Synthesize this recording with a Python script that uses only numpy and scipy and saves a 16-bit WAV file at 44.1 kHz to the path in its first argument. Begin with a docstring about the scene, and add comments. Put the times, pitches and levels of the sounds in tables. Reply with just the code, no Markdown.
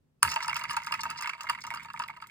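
"""A sharp snap, then a dry, chirpy rattle: a finger flicks the pointer of a homemade spinning wheel.
Loose on its screw, the pointer rocks and knocks on the board, its hub chirps, rasps and rubs,
and the metal washer ticks. The rattle thins out as the spin slows.
Underneath, the board rumbles faintly on its table, in the still air of a small room."""
import sys
import numpy as np
from scipy import signal
from scipy.fft import rfft, irfft, next_fast_len
from scipy.io import wavfile
from scipy.ndimage import uniform_filter1d

SR = 44100
rng = np.random.default_rng(int(sys.argv[2]) if len(sys.argv) > 2 else 0)


def transcribe(signal):
    """Save signal, clipped to [-1, 1], as a 16-bit WAV file at the path in sys.argv[1]."""
    frames = np.atleast_2d(signal).T
    limited = np.clip(frames, -1, 1)
    pcm = np.round(limited * 32767).astype(np.int16)
    wavfile.write(sys.argv[1], SR, pcm)


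N = 101429
T = np.arange(SR // 8) / SR   # time axis of one contact [s]
FLICK_S, REBOUND_S = .2291, .006
FADE_DB_PER_S = 6   # rubbing and faint contacts die away


# woody ring of pointer and board (frequency [Hz], level [dB], t60 [s])
BOARD_MODES = [(656.5, -28.5, 0.11), (916, -4, 0.064), (960.7, -2.5, 0.042), (1132, -5.5, 0.044),
               (1253, 4.5, 0.043), (1357.4, 2.5, 0.017), (1657, -6.5, 0.049), (1820, -13, 0.041),
               (2692, 4, 0.033), (2830, 4.5, 0.0057), (4130, -14, 0.023), (4688, -6.5, 0.026),
               (5006, -10, 0.011)]
# colour of the contact noise (frequency [Hz], level [dB])
CRACK_SPECTRUM = [(300, -32), (700, -25.5), (1000, 5.5), (1700, 6), (2900, -2), (3600, -9.5), (5000, -16),
                  (8000, -19.5), (15000, -30.5)]

def knock(db, middle_db, upper_db, damping=1, scatter=1):
    """The pointer hits the board: low, middle and upper modes ring over a short crack."""
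    modes = np.array(BOARD_MODES) * [1, 1, damping]
    group = np.digitize(modes[:, 0], (1050, 2000))   # group edges [Hz]
    lags = REBOUND_S * damping * rng.random(2)
    low, middle, upper = [rebound(ring(modes[group == k], detune, scatter), lags, db=-9)
                          for k, detune in enumerate((.012, .025, .02))]
    body = unit(low + from_db(middle_db) * middle)
    crack = unit(noise(CRACK_SPECTRUM, len(T)) * decay(t60=.061 * damping))
    hit = body + from_db(upper_db) * upper + from_db(upper_db / 2 - 5.5) * crack
    return from_db(db - .5) * hit / loudest(body, size=132)


# accents of the rattle (time [s], relative level [dB], middle over low modes [dB], upper over body [dB])
KNOCK_HITS = [(0.2395, -33, 1, -25.5), (0.2481, -23.5, 2, -12), (0.276, -34, 1, 0.5),
              (0.317, -31.5, 1.5, 1), (0.334, -34.5, -6, -1), (0.3612, -22, -14, -7),
              (0.426, -36.5, 3, -3.5), (0.4445, -33, 31, -10), (0.466, -34.5, -6, -29),
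              (0.4819, -24, -7.5, -11), (0.4942, -34, 25, 4.5), (0.5575, -31.5, -2, -1),
              (0.5657, -30, 6.5, -1.5), (0.6126, -32, -1, -5), (0.639, -33.5, 17, -2),
              (0.6954, -33.5, -6, -3.5), (0.7072, -27.5, 35, -6.5), (0.7358, -33, -9, -33),
              (0.7668, -21.5, -3.5, -10), (0.78, -47, 1, -9), (0.869, -30.5, 2, -8.5),
              (0.9089, -33, -12, -20), (0.923, -28.5, -1.5, 0.5), (0.9393, -29, 5, -1),
              (0.994, -34.5, -4, -7), (1.0331, -30.5, 3, -7), (1.0531, -26.5, 2, -21),
              (1.0638, -35.5, -24, -9.5), (1.0969, -37, 18, -0.5), (1.1085, -32.5, 10, -4),
              (1.1871, -40, -5, -5), (1.206, -36, 7, -5.5), (1.223, -32.2, 6, -6), (1.244, -33.5, -7, -5.5),
              (1.2732, -30, 2, -3), (1.2967, -32.5, 25, 2), (1.3338, -44, 15, 0.5), (1.407, -38.5, 23, 1),
              (1.4408, -35, -2, -28), (1.4491, -42.5, 0, -23), (1.4666, -44, 5, -25), (1.4886, -37, 5, 1.5),
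              (1.4961, -21, 2, -5.5), (1.531, -40, -5, -21), (1.639, -40.5, -4, -4.5),
              (1.6486, -36.5, -4, -8), (1.6724, -36, -1.5, -21), (1.7105, -33.5, -14, -18),
              (1.739, -31.5, 14, -8.5), (1.7582, -37.5, -1, -8), (1.772, -34, 33, -6),
              (1.852, -40, -6, -22), (1.901, -35, 14, -6.5), (1.939, -34, -3, -32.5),
              (1.9733, -42.5, -2, -10), (1.9979, -25.5, -7, -12.5), (2.0184, -32, 12, -7.5),
              (2.037, -33, 5.5, -6), (2.0956, -35, -6, -23), (2.1756, -43.5, -11, -35.5),
              (2.2219, -35.5, 5, -11), (2.24, -40.5, 30, -8.5)]

def knocks():
    """The rocking pointer hits the board, with light touches between the accents."""
    accents = play(knock, KNOCK_HITS)
    touches = [(s, db, -3 + 2.8 * rng.normal(), -7.5) for s, db in faint_contacts(start_db=-41)]
    return accents + play(knock, touches)


def flick():
    """The pointer slips off the finger and snaps hard against board and washer."""
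    out = np.zeros(N)
    release = knock(-26, middle_db=-10, upper_db=-12) + tick(-42.5, -42.5, -42.5)
    add(out, .2258, release)
    damping = .562   # the finger shortens the ring
    bright_modes = [(hz, db + 10 * (hz > 8000), t60 * damping) for hz, db, t60 in WASHER_MODES]
    edge = unit(noise(CLICK_SPECTRUM, len(T)) * decay(t60=.022))
    snap = ring(bright_modes, detune=0, scatter=0) + from_db(-7) * edge
    board = knock(-15.5, middle_db=6.5, upper_db=-5.5, damping=damping, scatter=0)
    washer_buzz = at_level(noise(CLICK_SPECTRUM, len(T)) * decay(t60=.2), db=-33)
    add(out, FLICK_S, board + washer_buzz + from_db(-9.5) * snap / loudest(snap, size=53))
    return out


def slip():
    """One slip of the hub: a gritty tone that swells and dies in about a hundredth of a second."""
    rise_s = .0014 * np.exp(.39 * rng.normal())
    hz = 2140 + 169 * rng.uniform(-.88, 1)
    tone = np.sin(2 * np.pi * hz * T) + from_db(-6.5) * noise(CRACK_SPECTRUM, len(T))
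    return tone * T / rise_s * np.exp(-T / rise_s)


def chirp(db):
    """The hub catches and slips twice in quick succession."""
    first = slip()
    lag_s = .0058 * rng.uniform(.628, 1.4)
    second = np.interp(T - lag_s, T, slip(), left=0)
    return at_level(first + from_db(-8.5) * second, db - 3)


# squeaky accents of the hub (time [s], relative level [dB])
CHIRP_HITS = [(0.2818, -24.5), (0.4042, -26.5), (0.5053, -30.5), (0.529, -22), (0.5689, -33), (0.597, -32),
              (0.6534, -29), (0.6954, -31.5), (0.8005, -39.5), (0.8201, -36.5), (0.9506, -31),
              (0.9912, -32), (1.1864, -37), (1.2323, -31), (1.2425, -34), (1.2578, -25.5), (1.2934, -25.5),
              (1.3334, -29), (1.4548, -44), (1.4676, -32), (1.4881, -33.5), (1.5315, -36.5),
              (1.5487, -31.5), (1.5544, -42), (1.5856, -36), (1.6381, -37), (1.6681, -39.5),
              (1.7044, -27.5), (1.7201, -35.5), (1.7465, -37), (1.7962, -35), (1.8041, -36.5),
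              (1.8471, -40), (1.9616, -36), (1.9738, -38.5), (2.0843, -32.5), (2.1008, -35)]

def chirps():
    """The hub keeps catching on the screw, with faint chirps between the clear ones."""
    return play(chirp, list(CHIRP_HITS) + faint_contacts(start_db=-40))


# metallic ring of washer and screw (frequency [Hz], level [dB], t60 [s])
WASHER_MODES = [(4570, -12.5, 0.016), (5015, 7, 0.024), (8450, -3, 0.0072), (9190, 5.5, 0.022),
                (9940, -2.5, .012)]
# colour of the washer's scratch (frequency [Hz], level [dB])
SCRATCH_SPECTRUM = [(3000, -13.5), (5000, -4.5), (5800, 0), (7000, -1.5), (8300, -15.5), (12000, -17)]
# bright edge of a metal contact (frequency [Hz], level [dB])
CLICK_SPECTRUM = [(3000, 0), (10000, 0), (12500, -4.5), (14800, 0.5), (16000, -17)]

def tick(ring_db, scratch_db, click_db):
    """The washer clicks, scratches along the screw and rings briefly, with a hissy tail."""
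    tail = from_db(-13) * decay(t60=.093)
    metal = rebound(ring(WASHER_MODES, detune=.035), REBOUND_S * rng.random(2), db=-16)
    scratch = coloured(grains(per_s=8300) * (decay(t60=.011) + tail), SCRATCH_SPECTRUM)
    click = noise(CLICK_SPECTRUM, len(T)) * (decay(t60=.0063) + tail)
    return (at_level(metal, ring_db + 2.5) + at_level(scratch, scratch_db + 2)
            + at_level(click, click_db + 2.5))


# washer hits and their relative levels (time [s], ring [dB], scratch [dB], click [dB])
TICK_HITS = [(.2894,-61,-42,-66), (.3002,-41,-45,-52), (.3160,-46,-33,-51), (0.34,-47,-36.5,-56),
             (.358,-44,-44,-63), (0.4335,-47.5,-42,-55), (0.4584,-55,-46,-64), (.4803,-36.5,-45,-53),
             (.4968,-47,-48,-55), (0.544,-49,-40.5,-52), (.5657,-46,-39.5,-39), (0.5944,-51,-46.5,-45),
             (0.6368,-45,-44.5,-55), (.7023,-42,-52,-55), (0.7096,-39,-46,-43), (0.7317,-53,-43,-63),
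             (.7668,-38,-40.5,-47), (.835,-51,-49,-70), (0.846,-49,-51,-56), (.865,-49,-46.5,-47),
             (.9208,-40.5,-46,-42), (0.9411,-44,-47,-47), (1.007,-47,-54,-58), (1.0342,-49,-40,-41),
             (1.102,-44.5,-42,-43), (1.111,-52.5,-58,-67), (1.2108,-47,-41,-56), (1.223,-43.5,-47,-43),
             (1.2747,-52,-46,-63), (1.2933,-50,-48,-63), (1.4085,-56,-44.5,-70), (1.4337,-55,-48.5,-52.5),
             (1.4974,-36.5,-49,-39), (1.607,-66.5,-51.5,-78), (1.638,-49.5,-51.5,-61),
             (1.6675,-50,-43.5,-58), (1.7047,-54,-76,-52.5), (1.7383,-53,-52,-58), (1.7464,-49,-49,-49),
             (1.8325,-54,-61.5,-55.5), (1.935,-56.5,-61.5,-53), (1.9936,-44.5,-46,-55),
             (2.0236,-51,-53,-66), (2.08,-58,-63.5,-52), (2.17,-71,-69,-65), (2.217,-59,-67,-62),
             (2.271,-60.5,-68,-53)]

def ticks():
    """The washer rattles on its screw through the spin."""
    return play(tick, TICK_HITS)


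# short scrapes of the hub (time [s], length [s], level [dB])
RASP_STROKES = [(0.289, 0.044, -39.5), (0.417, 0.034, -42.5), (0.551, .045, -47), (0.681, 0.051, -49.5),
                (0.868, 0.012, -49), (1.005, 0.015, -38), (1.172, 0.025, -43.5), (1.227, 0.014, -44),
                (1.613, 0.012, -45)]
# their thin metallic colour (frequency [Hz], level [dB])
RASP_SPECTRUM = [(2500, -22), (4300, 4.5), (5100, 10.5), (5800, 2.5), (6900, -4), (8200, -9), (15000, -31)]

def rasps():
    """The hub scrapes round the screw in runs of tiny slips that swell and fade."""
    out = np.zeros(N)
    for s, length, db in RASP_STROKES:
        swell = np.sin(np.pi * np.minimum(T / length, 1)) ** .5 * (T < length)
        scrape = coloured(grains(per_s=4000) * swell, RASP_SPECTRUM)
        add(out, s, from_db(db) * scrape * np.sqrt(length * SR))
    return out


# colour of the rubbing hub (frequency [Hz], level [dB])
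FRICTION_SPECTRUM = [(900, -23.5), (1500, 8.5), (2100, 4.5), (3300, 2.5), (5100, -7.5), (6000, -4),
                     (7200, -4.5), (9500, -9), (11000, -23), (15500, -18)]

def friction():
    """The hub rubs unevenly all through the spin, ever more softly."""
    age = np.arange(N) / SR - FLICK_S
    swing_db = 6.5 * np.interp(age * 28, np.arange(400), rng.standard_normal(400))   # 28 values a second
    spikes = rng.laplace(size=N) ** 3
    grain = noise(FRICTION_SPECTRUM, len(T)) * decay(t60=.012)
    grit = unit(signal.fftconvolve(spikes, grain)[:N]) * np.sqrt(N)
    return from_db(-59.5 - FADE_DB_PER_S * age + swing_db) * (age > 0) * grit


def faint_contacts(start_db, start_per_s=110, slowing_per_s=.42):
    """Light touches (time [s], level [dB]), rarer and weaker as the pointer slows."""
    rows, age = [], .012
    for gap, scatter_db in zip(rng.gamma(2, .5, 400), 3 * rng.standard_normal(400)):
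        if FLICK_S + age < N / SR:
            rows.append((FLICK_S + age, start_db - FADE_DB_PER_S * age + scatter_db))
            age += gap * np.exp(slowing_per_s * age) / start_per_s
    return rows


def board_radiation(x, null_hz=774, null_width_hz=145, low_cut_hz=710):
    """The small board has a null between its lowest modes and keeps only a dull thud of its bass."""
    thud = signal.sosfilt(signal.butter(2, [170, 400], "band", fs=SR, output="sos"), x)
    notched = signal.lfilter(*signal.iirnotch(null_hz, null_hz / null_width_hz, fs=SR), x)
    thin = signal.sosfilt(signal.butter(4, low_cut_hz, "high", fs=SR, output="sos"), notched)
    return thin + from_db(-15.5) * thud


# swells of the board's rumble (time [s], relative level [dB])
RUMBLE_ENVELOPE = [(0.0, -73), (0.21, -76.5), (0.23, -63), (0.26, -50.5), (0.43, -69), (0.47, -58.5),
                   (0.65, -63), (0.69, -53.5), (0.84, -64), (1.08, -55), (1.32, -70.5), (1.76, -58),
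                   (1.81, -61.5), (2.3, -66.5)]
# its dark colour (frequency [Hz], level [dB])
RUMBLE_SPECTRUM = [(15, -52.5), (25, -27.5), (81, -3), (118, -5), (150, 1.5), (198, -8), (236, -6.5),
                   (300, -20), (436, -18), (520, -38), (1100, -120)]

def rumble():
    """The board rumbles under the turning pointer and thumps after the flick."""
    t = np.arange(N) / SR
    level = from_db(.5 + np.interp(t, *np.transpose(RUMBLE_ENVELOPE)))
    bed = level * noise(RUMBLE_SPECTRUM, N)
    delay_s, width_s = .024, .049
    swell = from_db(-47) * np.exp(-((t - FLICK_S - delay_s) / width_s) ** 2) * (t > FLICK_S)
    thump = swell * noise([(25, -16.5), (70, 5), (120, 1), (300, -27), (1000, -68)], N)
    return signal.sosfilt(signal.butter(2, 600, fs=SR, output="sos"), bed + thump)


# stereo image of the wheel (frequency [Hz], left minus right [dB], left lead [rad])
STEREO_IMAGE = [(200, 0.1, -0.1), (650, 1.6, -0.3), (900, 1.0, -0.9), (1350, -1.1, -1.0),
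                (1750, -1.8, -0.4), (2200, -8.8, 0.5), (2600, -4.7, 2.4), (3100, -3.3, 2.5),
                (3600, -0.8, 1.5), (4700, -6.6, 2.1), (5100, -0.6, 1.1), (5700, 0.4, 3.2),
                (9100, -0.0, 7.4), (15000, 1.7, 14.2)]

def stereo(x):
    """The wheel reaches each side with its own level and delay."""
    size = next_fast_len(N + SR // 10, True)
    hz = np.fft.rfftfreq(size, 1 / SR)
    balance = from_db(at_hz(STEREO_IMAGE, hz))
    lead = np.exp(.5j * at_hz(STEREO_IMAGE, hz, column=2))
    sides = np.array([balance * lead, 1 / lead]) * np.sqrt(2 / (1 + balance ** 2))
    return irfft(rfft(x, size) * sides, size)[:, :N]


# boxy colour of the room (frequency [Hz], level [dB])
ROOM_SPECTRUM = [(300, 23), (1000, 1), (2500, 5), (5000, 4.5), (9000, 1.5), (15000, -5)]

def room(x, t60=.18, predelay_s=.006):
    """The small room answers with a short diffuse tail, different on each side."""
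    t = np.arange(SR // 2) / SR
    fade = from_db(-60 * t / t60) * (t > predelay_s)
    tails = [signal.fftconvolve(side, unit(noise(ROOM_SPECTRUM, len(t)) * fade))[:N] for side in x]
    return from_db(-13) * np.array(tails)


def air():
    """Still air: a very faint, dark hiss on each side."""
    spectrum = [(100, 3.5), (300, 1), (1000, -11.5), (4000, -22), (16000, -29)]
    return from_db(-76.5) * np.array([noise(spectrum, N), noise(spectrum, N)])


def ring(modes, detune, scatter=1):
    """Decaying modes of unit energy; scatter varies their strength and pitch from hit to hit."""
    out = np.zeros(len(T))
    for k, (hz, db, t60) in enumerate(modes):
        gain = (-1) ** k * from_db(db + scatter * 2.5 * rng.normal())
        shifted_hz = hz * (1 + scatter * detune * rng.normal())
        out += gain * np.sin(2 * np.pi * shifted_hz * T) * decay(t60)
    return unit(out)


def rebound(x, lags, db):
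    """A contact touches again within a few milliseconds; unit energy."""
    return unit(x + sum(from_db(db) * np.interp(T - lag, T, x, left=0) for lag in lags))


def grains(per_s):
    """Tiny slips at random moments."""
    return (rng.random(len(T)) < per_s / SR) * rng.standard_normal(len(T))


def noise(spectrum, size):
    """Coloured noise of rms one."""
    return coloured(rng.standard_normal(size), spectrum) * np.sqrt(size)


def coloured(x, spectrum):
    """Give a sound a spectrum (frequency [Hz], level [dB]); unit energy."""
    size = next_fast_len(len(x) + 512, True)
    gain = from_db(at_hz(spectrum, np.fft.rfftfreq(size, 1 / SR)))
    return unit(irfft(rfft(x, size) * gain, size)[:len(x)])


def at_hz(points, hz, column=1):
    """Read a column of a table on a log-frequency axis."""
    points = np.array(points)
    return np.interp(np.log(hz + 1), np.log(points[:, 0]), points[:, column])


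def decay(t60):
    """Fall by 60 dB in t60 seconds."""
    return from_db(-60 * T / t60)


def from_db(db):
    """Decibels to gain."""
    return 10 ** (np.asarray(db) / 20)


def unit(x):
    """Scale to unit energy."""
    return x / np.sqrt(np.sum(x ** 2) + 1e-20)


def loudest(x, size):
    """Highest rms over a window of size samples."""
    return np.sqrt(uniform_filter1d(x ** 2, size, mode="constant").max())


def at_level(x, db):
    """Set the loudest three milliseconds to a level."""
    return from_db(db) * x / loudest(x, size=132)


def add(track, s, sound):
    """Mix a sound in at s seconds."""
    i = min(int(s * SR), N)
    track[i:i + len(sound)] += sound[:N - i]


def play(voice, cues):
    """Trigger a voice for each cue: a time [s], then the voice's settings."""
    out = np.zeros(N)
    for s, *settings in cues:
        add(out, s, voice(*settings))
    return out


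def scene():
    """The wheel close by, its room, and still air."""
    contacts = flick() + friction() + knocks() + chirps() + ticks() + rasps()
    direct = stereo(board_radiation(contacts))
    return direct + room(direct) + rumble() + air()


def record(dry):
    """The top is cut steeply above 16 kHz."""
    return signal.sosfilt(signal.ellip(10, .1, 80, 16000, fs=SR, output="sos"), dry)


dry = scene()
out = record(dry)
transcribe(out)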